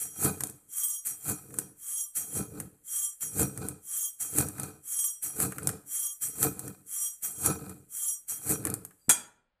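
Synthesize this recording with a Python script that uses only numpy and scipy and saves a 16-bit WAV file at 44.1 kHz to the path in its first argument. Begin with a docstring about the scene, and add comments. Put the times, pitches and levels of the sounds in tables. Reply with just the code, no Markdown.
"""A small microphone stands close to a brass mortar of dry beans on a kitchen table, in a faint hush.
About once a second a brass pestle drops into the beans, is pressed down, ground round and drawn up again.
Tapping beans become coloured rattle and feed the modes of the pestle; each press shakes the table and the bed,
and single beans crack as snaps of noise with a knock and a short room tail. At the end the shaft brushes the rim,
then the pestle is let fall against the wall: the clink rings bowl and pestle, and the strokes stop."""
import sys
import numpy as np
from scipy import signal
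from scipy.io import wavfile

SR = 44100
rng = np.random.default_rng(int(sys.argv[2]) if len(sys.argv) > 2 else 0)


def master_out(mix):
    """Clip the mix to full scale and print it as 16-bit PCM to the path in sys.argv[1]."""
    frames = np.transpose(np.atleast_2d(mix))
    ceiling = np.clip(frames, -1, 1)
    pcm = np.round(ceiling * 32767).astype(np.int16)
    wavfile.write(sys.argv[1], SR, pcm)


N = 423357  # samples

# What drives each stroke; levels are those of the drive, before each source's colour and mix gain.
# The head drops into the beans. Each row: start in seconds, then bean rattle, pestle ring,
# table rumble and bed crunch in dB.
PLUNGES = [(-0.005, -34.5, -36, -52, -57), (1.049, -32.5, -37, -53, -57), (2.15, -31.5, -33.5, -51, -53.5),
           (3.205, -36, -35.5, -50.5, -56), (4.196, -34, -34.5, -55, -53), (5.222, -33.5, -35, -50.5, -53),
           (6.211, -31.5, -34.5, -49.5, -56.5), (7.222, -33, -35, -51, -52.5),
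           (8.281, -33.5, -36, -54.5, -54.5)]
# Swell of the plunge in seconds, then its fall in dB per s: for rattle, ring, rumble, crunch.
PLUNGE_SWELL_S = [0.027, 0.016, 0.024, .04]
PLUNGE_FALL = [205, 170, 45.6, 100]
PLUNGE_STEEP = 0.45  # power of the swell in amplitude
TOUCH_DB, TOUCH_RISE = -17, 1200  # the first beans touched: dB under the plunge, dB per s

# The hand bears down. Each row: start in seconds, hold of rumble and crunch in seconds,
# then rattle, ring, rumble and crunch in dB.
PRESSES = [(0.248, 0.034, -27, -31.5, -25, -33), (1.298, .012, -29.5, -38, -32.5, -38),
           (2.374, 0.027, -33, -35.5, -30, -41), (3.408, 0.01, -28.5, -34, -23.5, -34.5),
           (4.39, 0.031, -27, -35, -25, -36), (5.427, 0.0076, -26, -38.5, -26, -33),
           (6.438, 0.016, -27, -35.5, -25, -34.5), (7.462, 0.036, -31.5, -30, -24.5, -32.5),
           (8.513, 0.003, -26.5, -35.5, -24.5, -35)]
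# Rise and fall of the press in dB per s: for rattle, ring, rumble, crunch.
PRESS_RISE = [260, 190, 300, 310]
PRESS_FALL = [387, 240, 269, 300]
# The bed keeps giving way: dB relative to the press, then fall in dB per s, for the same four.
SETTLE_DB = [-19, -22.5, -15, -12.5]
SETTLE_FALL = [60, 80, 69, 90]

# The head is ground round once more. Each row: start in seconds, hold in seconds,
# then rattle, ring, rumble and crunch in dB.
GRINDS = [(0.44, 0.02, -50.5, -53, -41, -51), (1.588, 0.023, -51, -52.5, -38, -53.5),
          (2.585, .011, -54, -57, -36, -51), (3.636, 0.024, -53, -50.5, -33.5, -44.5),
          (4.61, 0.038, -48.5, -52.5, -35.5, -43), (5.671, 0.022, -51, -52.5, -33.5, -44.5),
          (6.643, 0.018, -51, -53.5, -37, -49), (7.587, 0.13, -56.5, -62.5, -41, -52.5),
          (8.688, 0.0074, -59, -67, -28.5, -43.5)]
# Rise and fall of the grind in dB per s: for rattle, ring, rumble, crunch.
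GRIND_RISE = [140, 120, 110, 150]
GRIND_FALL = [156, 163, 162, 166]

# The head is drawn up through the beans. Each row: start in seconds, swell in seconds, hold in seconds,
# rattle in dB, its change over the hold in dB, ring in dB, its change over the hold in dB.
LIFTS = [(0.667, 0.13, 0.15, -35.5, -18, -35, -1), (1.742, 0.17, 0.1, -39, -18, -39, 5.3),
         (2.823, 0.13, 0.1, -36.5, -9, -34.5, 0), (3.799, 0.17, 0.084, -37, -14, -34.5, 1.5),
         (4.807, 0.12, 0.16, -37.5, -12, -37.5, 3), (5.841, 0.11, .11, -35.5, -10.5, -37, 5.4),
         (6.843, 0.087, 0.13, -40, -4, -40.5, 8.5), (7.871, 0.1, 0.12, -39, -8, -40, 9)]
# Fall after the lift in dB per s: for rattle, ring.
LIFT_FALL = [130, 260]
LIFT_STEEP, LIFT_CRUNCH_DB = 1.72, -42  # power of the swell in amplitude; crunch relative to the ring

# Single beans strike the lifted pestle. Each row: time in seconds, level in dB.
TAPS = [(0.8338, -24), (4.988, -23.5), (5.0405, -23.5)]
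SCATTER_DB = -18  # beans thrown about by a crack, relative to its tabled level
SCATTER_FALL = 810  # dB per s, for scattered beans and for taps
# What is left between strokes, in dB: rattle, ring, rumble, crunch, sliding rattle of a lift.
STILL_DB = [-73.5, -81.5, -87, -91.5, -95]

# Colour of beans on beans and brass. Each row: frequency in Hz, relative level in dB.
RATTLE = [(850, -59.5), (1200, -12.5), (2500, -13.5), (3500, -31), (4200, -14.5), (5300, -23), (6200, -12),
          (7800, 4), (9000, 3), (11000, 1), (14000, -0.5)]
# Beans on the free shaft sound thinner. Each row: frequency in Hz, relative level in dB.
SHAFT = [(800, 0), (1500, -3), (3000, -5), (5000, -6), (7000, 0.5), (14000, -0.5)]
# Modes of the pestle: frequencies in Hz. Each row of the second: width in Hz, relative level in dB.
PESTLE_HZ = [1180, 3224, 5795, 5960, 6580, 7275, 8366, 8700, 10188, 10800, 10991, 11300, 12403, 13313,
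             13650, 14089]
PESTLE_MODES = [(14, -28), (18, -18), (10.4, -12), (19.9, -24), (13.9, -11), (17.7, -7.5), (9.1, -5.5),
                (34.6, -11.5), (18.4, -1), (20, -31.5), (22, -7.5), (20.4, -37), (24, -14.5), (35, -21.5),
                (18, -7), (22, -21.5)]
# Resonances of the table. Each row: frequency in Hz, width in Hz, relative level in dB.
TABLE = [(94, 45.3, 0), (129, 42.6, -1), (184.4, 19, -3), (293.6, 34.5, -1), (432.4, 52.6, -3)]
# Resonances of the bean bed. Each row: frequency in Hz, width in Hz, relative level in dB.
BED = [(760, 120, 0.5), (986, 120, -4.5), (1302, 130, 2), (1457, 110, -4), (2450, 93, -6),
       (4220, 830, -7.5)]

# Single beans cracking. Each row: time in seconds, level in dB, knock in the bean bed in dB relative to it.
CRACKS = [(0.2472, -14.5, -39), (0.407, -18, -19), (0.4365, -16, -53), (0.471, -29.5, -27),
          (0.498, -30.5, -33), (1.507, -45, -10), (1.541, -32, -16.5), (1.5871, -13.5, -29),
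          (2.601, -21, -18), (3.2272, -35, -5.5), (3.3962, -16.5, -39), (3.417, -19, -21),
          (3.43, -17.5, -29.5), (3.5755, -26.5, -19.5), (3.665, -35, -32), (3.686, -23, -31),
          (4.3852, -11.5, -22.5), (4.4105, -15, -32), (4.468, -30, -27), (4.4863, -25, -38),
          (4.5833, -32.5, -11), (4.598, -21.5, -28), (4.633, -22.5, -33), (5.4017, -15, -19.5),
          (5.522, -30.5, -5), (5.5834, -25, -10.5), (5.6313, -29.5, -24.5), (5.6726, -11.5, -43),
          (5.6912, -19, -14), (6.4291, -8.5, -47), (6.5934, -22, -37), (6.679, -27, -19), (7.461, -10, -44),
          (7.6953, -31.5, -21), (8.6393, -38.5, -14), (8.6518, -17, -18.5), (8.67, -21, -12.5),
          (8.7008, -22.5, -41.5), (8.74, -18.5, -32.5), (8.85, -27.5, -30), (8.909, -49, -4)]
# Colour of snap and brass chatter. Each row: frequency in Hz, relative level in dB.
SNAP = [(300, -5.5), (1300, -10.5), (2400, -24), (5000, -16.5), (7500, -2.5), (9000, 4.5), (13500, -6.5),
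        (15500, -43), (17000, -70.5)]
# Colour of the duller knock. Each row: frequency in Hz, relative level in dB.
KNOCK = [(150, -36), (400, -7.5), (1000, -7.5), (1400, 5), (2400, -7.5), (3000, -14.5), (5000, -39.5)]
# The kitchen around. Each row: frequency in Hz, time to die by 60 dB in seconds.
KITCHEN = [(200, 0.53), (1000, 0.52), (4000, 0.37), (10000, 0.27)]

# The shaft brushes the rim: start in seconds, end in seconds, level of the drive in dB.
LET_GO = (8.985, 9.085, -69)
# Modes a light touch wakes: frequencies in Hz. Each row of the second: width in Hz, relative level in dB.
RIM_HZ = [4745, 7760]
RIM_MODES = [(7, -5), (14, 0)]
# The pestle falls against the wall and chatters. Each row: time in seconds, level of the force in dB.
CLINKS = [(9.0925, -2), (9.107, -16)]
# Modes of the bowl: frequencies in Hz. Each row of the second: width in Hz, relative level in dB.
BOWL_HZ = [974, 2410, 3305, 3994, 4745, 6158, 6729, 7564, 7760, 8441, 8748, 9230, 11200]
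BOWL_MODES = [(20, -25), (40, -19.5), (45, -12.5), (30, -19), (10, -23), (16, -14), (30, -10), (45, -7),
              (22, -9.5), (25.1, -10), (35, -9.5), (40, -21.5), (35, -31)]

# Colour of the faint hush. Each row: frequency in Hz, relative level in dB per Hz.
HUSH = [(13, -33.5), (22, -0.5), (42, -6.5), (98, -22), (190, -20), (451, -29.5), (528, -15), (648, -24.5),
        (2260, -28.5), (5000, -38.5), (6500, -68), (11000, -120)]
HUSH_DB = -81  # rms, ahead of the band limit
# Response of the small microphone. Each row: frequency in Hz, gain in dB.
MICROPHONE = [(25, -14), (55, -14), (90, -1), (110, 0), (14250, 0), (14380, -40), (16000, -42)]
EDGE_HZ = 15525  # band limit


def gain_of(db):
    """Amplitude for a level in dB; twice the dB gives power."""
    return 10 ** (np.asarray(db) / 20)


def evened(x):
    """Scale to an rms of 1."""
    return x / np.sqrt(np.mean(x ** 2) + 1e-20)


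def read(points, hz):
    """Read a table between its rows, along log frequency."""
    f, value = np.transpose(points)
    return np.interp(np.log(hz + 1), np.log(f + 1), value)


def add(mix, s, sound):
    """Lay a sound into the mix at s seconds."""
    part = mix[round(s * SR):][:len(sound)]
    part += sound[:len(part)]


def coloured(x, points):
    """Causal filter with the given spectrum, at unit energy: the phase follows from the log gain."""
    hz = abs(np.fft.fftfreq(8192, 1 / SR))
    log_gain = np.log(gain_of(np.maximum(read(points, hz), -100)))
    response = np.fft.ifft(np.exp(np.conj(signal.hilbert(log_gain)))).real[:4096]
    return signal.oaconvolve(x, response / np.linalg.norm(response))[:len(x)]


def resonate(x, hz, width):
    """One mode; white noise of rms 1 comes out with rms 1."""
    r = np.exp(-np.pi * width / SR)
    pole = r * np.exp(2j * np.pi * hz / SR)
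    return np.sqrt(2 * (1 - r ** 2)) * signal.lfilter([1], [1, -pole], x).real


def peak(since, db, rise, hold, fall):
    """Power that climbs, holds and sinks at steady dB per second."""
    climb_db = rise * np.maximum(-since, 0)
    sink_db = fall * np.maximum(since - hold, 0)
    return gain_of(2 * (db - climb_db - sink_db))


def swell(since, db, rise_s, steep, hold, change_db, fall):
    """Power that starts from nothing, swells, drifts while it holds and sinks."""
    drift_db = change_db * np.clip((since - rise_s) / (hold + 1e-9), 0, 1)
    growth = np.clip(since / rise_s, 0, 1) ** (2 * steep)
    return growth * peak(since, db + drift_db, 0, rise_s + hold, fall)


def strokes():
    """The hand's five gains at every sample: rattle, ring, rumble, crunch and the thinner rattle of a lift."""
    t = np.arange(0, N / SR, 1 / 1000)[:, None]
    every = gain_of(2 * np.array(STILL_DB)) + 0 * t
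    power = every[:, :4]  # a view: adding here adds to every
    for s, *db in PLUNGES:
        power += swell(t - s, np.array(db), np.array(PLUNGE_SWELL_S), PLUNGE_STEEP, 0, 0, np.array(PLUNGE_FALL))
        # the touch climbs until s, then stays level for the rattle's swell
        power += (t < s + PLUNGE_SWELL_S[0]) * peak(t - s, np.add(db, TOUCH_DB), TOUCH_RISE, 1, 0)
    for s, hold, *db in PRESSES:
        rise, holds = np.array(PRESS_RISE), hold * np.array([0, 0, 1, 1])
        power += peak(t - s, np.array(db), rise, holds, np.array(PRESS_FALL))
        power += peak(t - s, np.add(db, SETTLE_DB), rise, 0, np.array(SETTLE_FALL))
    for s, hold, *db in GRINDS:
        power += peak(t - s, np.array(db), np.array(GRIND_RISE), hold, np.array(GRIND_FALL))
    for s, rise_s, hold, rattle_db, rattle_change_db, ring_db, ring_change_db in LIFTS:
        levels = np.array([rattle_db, ring_db])
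        changes = np.array([rattle_change_db, ring_change_db])
        slide = swell(t - s, levels, rise_s, LIFT_STEEP, hold, changes, np.array(LIFT_FALL))
        every[:, [4, 1]] += slide
        power[:, 3] += slide[:, 1] * gain_of(2 * LIFT_CRUNCH_DB)
    for s, db, _ in CRACKS:
        power[:, :1] += (t > s) * peak(t - s, db + SCATTER_DB, 0, 0, SCATTER_FALL)
    for s, db in TAPS:
        power[:, 1:2] += (t > s) * peak(t - s, db, 0, 0, SCATTER_FALL)
    every *= t < CLINKS[0][0]  # the strokes stop at the first clink
    return [np.interp(np.arange(N) / SR, t[:, 0], np.sqrt(p)) for p in every.T]


def taps_of_beans(per_s, spread_db):
    """Random taps of random sign, mostly small, a few large; rms 1."""
    spread = gain_of(spread_db * np.minimum(rng.exponential(1, N), 5))
    size = spread * rng.standard_normal(N)
    return evened(size * (rng.random(N) < per_s / SR))


def beans(gain):
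    """Beans tick against each other and the brass."""
    return coloured(gain * taps_of_beans(per_s=11000, spread_db=2.5), RATTLE)


def rattle(rattling, sliding):
    """Beans around the head, and the thinner sound of beans on the free shaft as it is drawn up."""
    return gain_of(3.0) * (beans(rattling) + coloured(beans(sliding), SHAFT))


def ring(drive, modes_hz, modes):
    """Taps feed the modes of a brass part, which ring on after they stop; each mode is fed by other taps."""
    taps = taps_of_beans(per_s=5500, spread_db=3.5)
    shifts = rng.integers(0, N, len(modes))
    return sum(gain_of(db) * resonate(drive * np.roll(taps, shift), hz, width)
               for hz, (width, db), shift in zip(modes_hz, modes, shifts))


def pestle(drive, pressure, clink_force):
    """The two long bending modes are held still while the head is pressed into the beans."""
    free = 1 / np.sqrt(1 + (pressure / gain_of(-42.0)) ** 0.33)
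    blow = gain_of(-14.5) * clink_force
    bending = ring(free * drive + .2 * blow, PESTLE_HZ[:2], PESTLE_MODES[:2])
    return bending + ring(drive + blow, PESTLE_HZ[2:], PESTLE_MODES[2:])


def pressed(slips, modes):
    """Slips of the bean bed shake broad resonances; twice through each keeps the valleys dark."""
    return sum(gain_of(db) * np.sqrt(w / SR) * resonate(resonate(slips, hz, w), hz, 2 * w)
               for hz, w, db in modes)


def table(rumbling):
    """Sparse slips under the press make the table top rumble at its low resonances."""
    return pressed(rumbling * taps_of_beans(per_s=500, spread_db=1.0), TABLE)


def bed(crunching):
    """Denser slips make the bean bed crunch at its higher, broader resonances."""
    return pressed(crunching * taps_of_beans(per_s=2300, spread_db=3.5), BED)


def cracks():
    """One sharp snap, a few ms of splinters and a duller knock."""
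    force, knock, snap, t = np.zeros(N), np.zeros(N), np.zeros(N), np.arange(1500) / SR
    for s, db, knock_db in CRACKS:
        add(snap, s, gain_of([db + 5.5]))  # a single sample
        splinters = gain_of(-60 * t / .015) + .06 * gain_of(-60 * t / .06)
        add(force, s, gain_of(db) * splinters)
        add(knock, s - .001, gain_of(db + knock_db - 60 * t / 0.044))
    snaps = coloured(snap + gain_of(-4) * force * rng.standard_normal(N), SNAP)
    return snaps + gain_of(-1.5) * coloured(knock * rng.standard_normal(N), KNOCK)


def kitchen(x):
    """The room answers with a noise tail 300 samples late, each band dying at its own speed."""
    hz, t, z = signal.stft(rng.standard_normal(SR // 2), SR, nperseg=256)
    decay = gain_of(-60 * t / read(KITCHEN, hz)[:, None])
    tail = signal.istft(z * decay, SR, nperseg=256)[1]
    return signal.oaconvolve(x, np.append(np.zeros(300), tail / np.linalg.norm(tail)))[:N]


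def brush():
    """The shaft brushes the rim: a light touch, faded in over 30 ms, wakes two narrow modes."""
    start, end, db = LET_GO
    t = np.arange(N) / SR
    touch = gain_of(db) * np.clip((t - start) / .03, 0, 1) * (t < end)
    return ring(touch, RIM_HZ, RIM_MODES)


def clinks():
    """Brass on brass: chatter and a thud of the table just before; also the force felt by bowl and pestle."""
    force, thud, t = np.zeros(N), np.zeros(N), np.arange(8000) / SR
    for s, db in CLINKS:
        add(force, s, gain_of(db - 60 * t / .07) * (1 - np.exp(-t / .002)))
    thump = gain_of(-25.5 - 60 * t / 0.025) * np.sin(2 * np.pi * 230 * t)
    add(thud, CLINKS[0][0] - .008, thump)
    chatter = gain_of(-8.5) * coloured(force * rng.standard_normal(N), SNAP)
    knock = gain_of(-21) * coloured(force * rng.standard_normal(N), KNOCK)
    return thud + chatter + knock, force


def bowl(clink_force):
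    """The clink force, broken into taps, sets the modes of the mortar wall ringing."""
    return ring(gain_of(-8) * clink_force, BOWL_HZ, BOWL_MODES)


def scene():
    """All sources close to the microphone, plus the kitchen's answer to cracks, clink and bowl."""
    rattling, ringing, rumbling, crunching, sliding = strokes()
    clink, clink_force = clinks()
    strokes_heard = rattle(rattling, sliding) + pestle(ringing, rumbling, clink_force)
    pressing = table(rumbling) + bed(crunching)
    crack = cracks()
    bowl_ring = bowl(clink_force)
    echo = kitchen(gain_of(-13) * crack + gain_of(-10.5) * (clink + bowl_ring))
    return (strokes_heard + pressing + crack + brush() + clink + bowl_ring + echo)[None]


def record(dry):
    """The microphone loses deep bass and top treble and adds a faint hush; then the band limit."""
    hz = np.linspace(0, SR / 2, 1025)
    response = signal.firwin2(2047, hz, gain_of(read(MICROPHONE, hz)), fs=SR)
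    heard = signal.oaconvolve(dry, response[None], "same")
    heard = heard + gain_of(HUSH_DB) * evened(coloured(rng.standard_normal(N), HUSH))
    band_limit = signal.firwin(511, EDGE_HZ, window=("kaiser", 9), fs=SR)
    return signal.oaconvolve(heard, band_limit[None], "same")


dry = scene()
out = record(dry)
master_out(out)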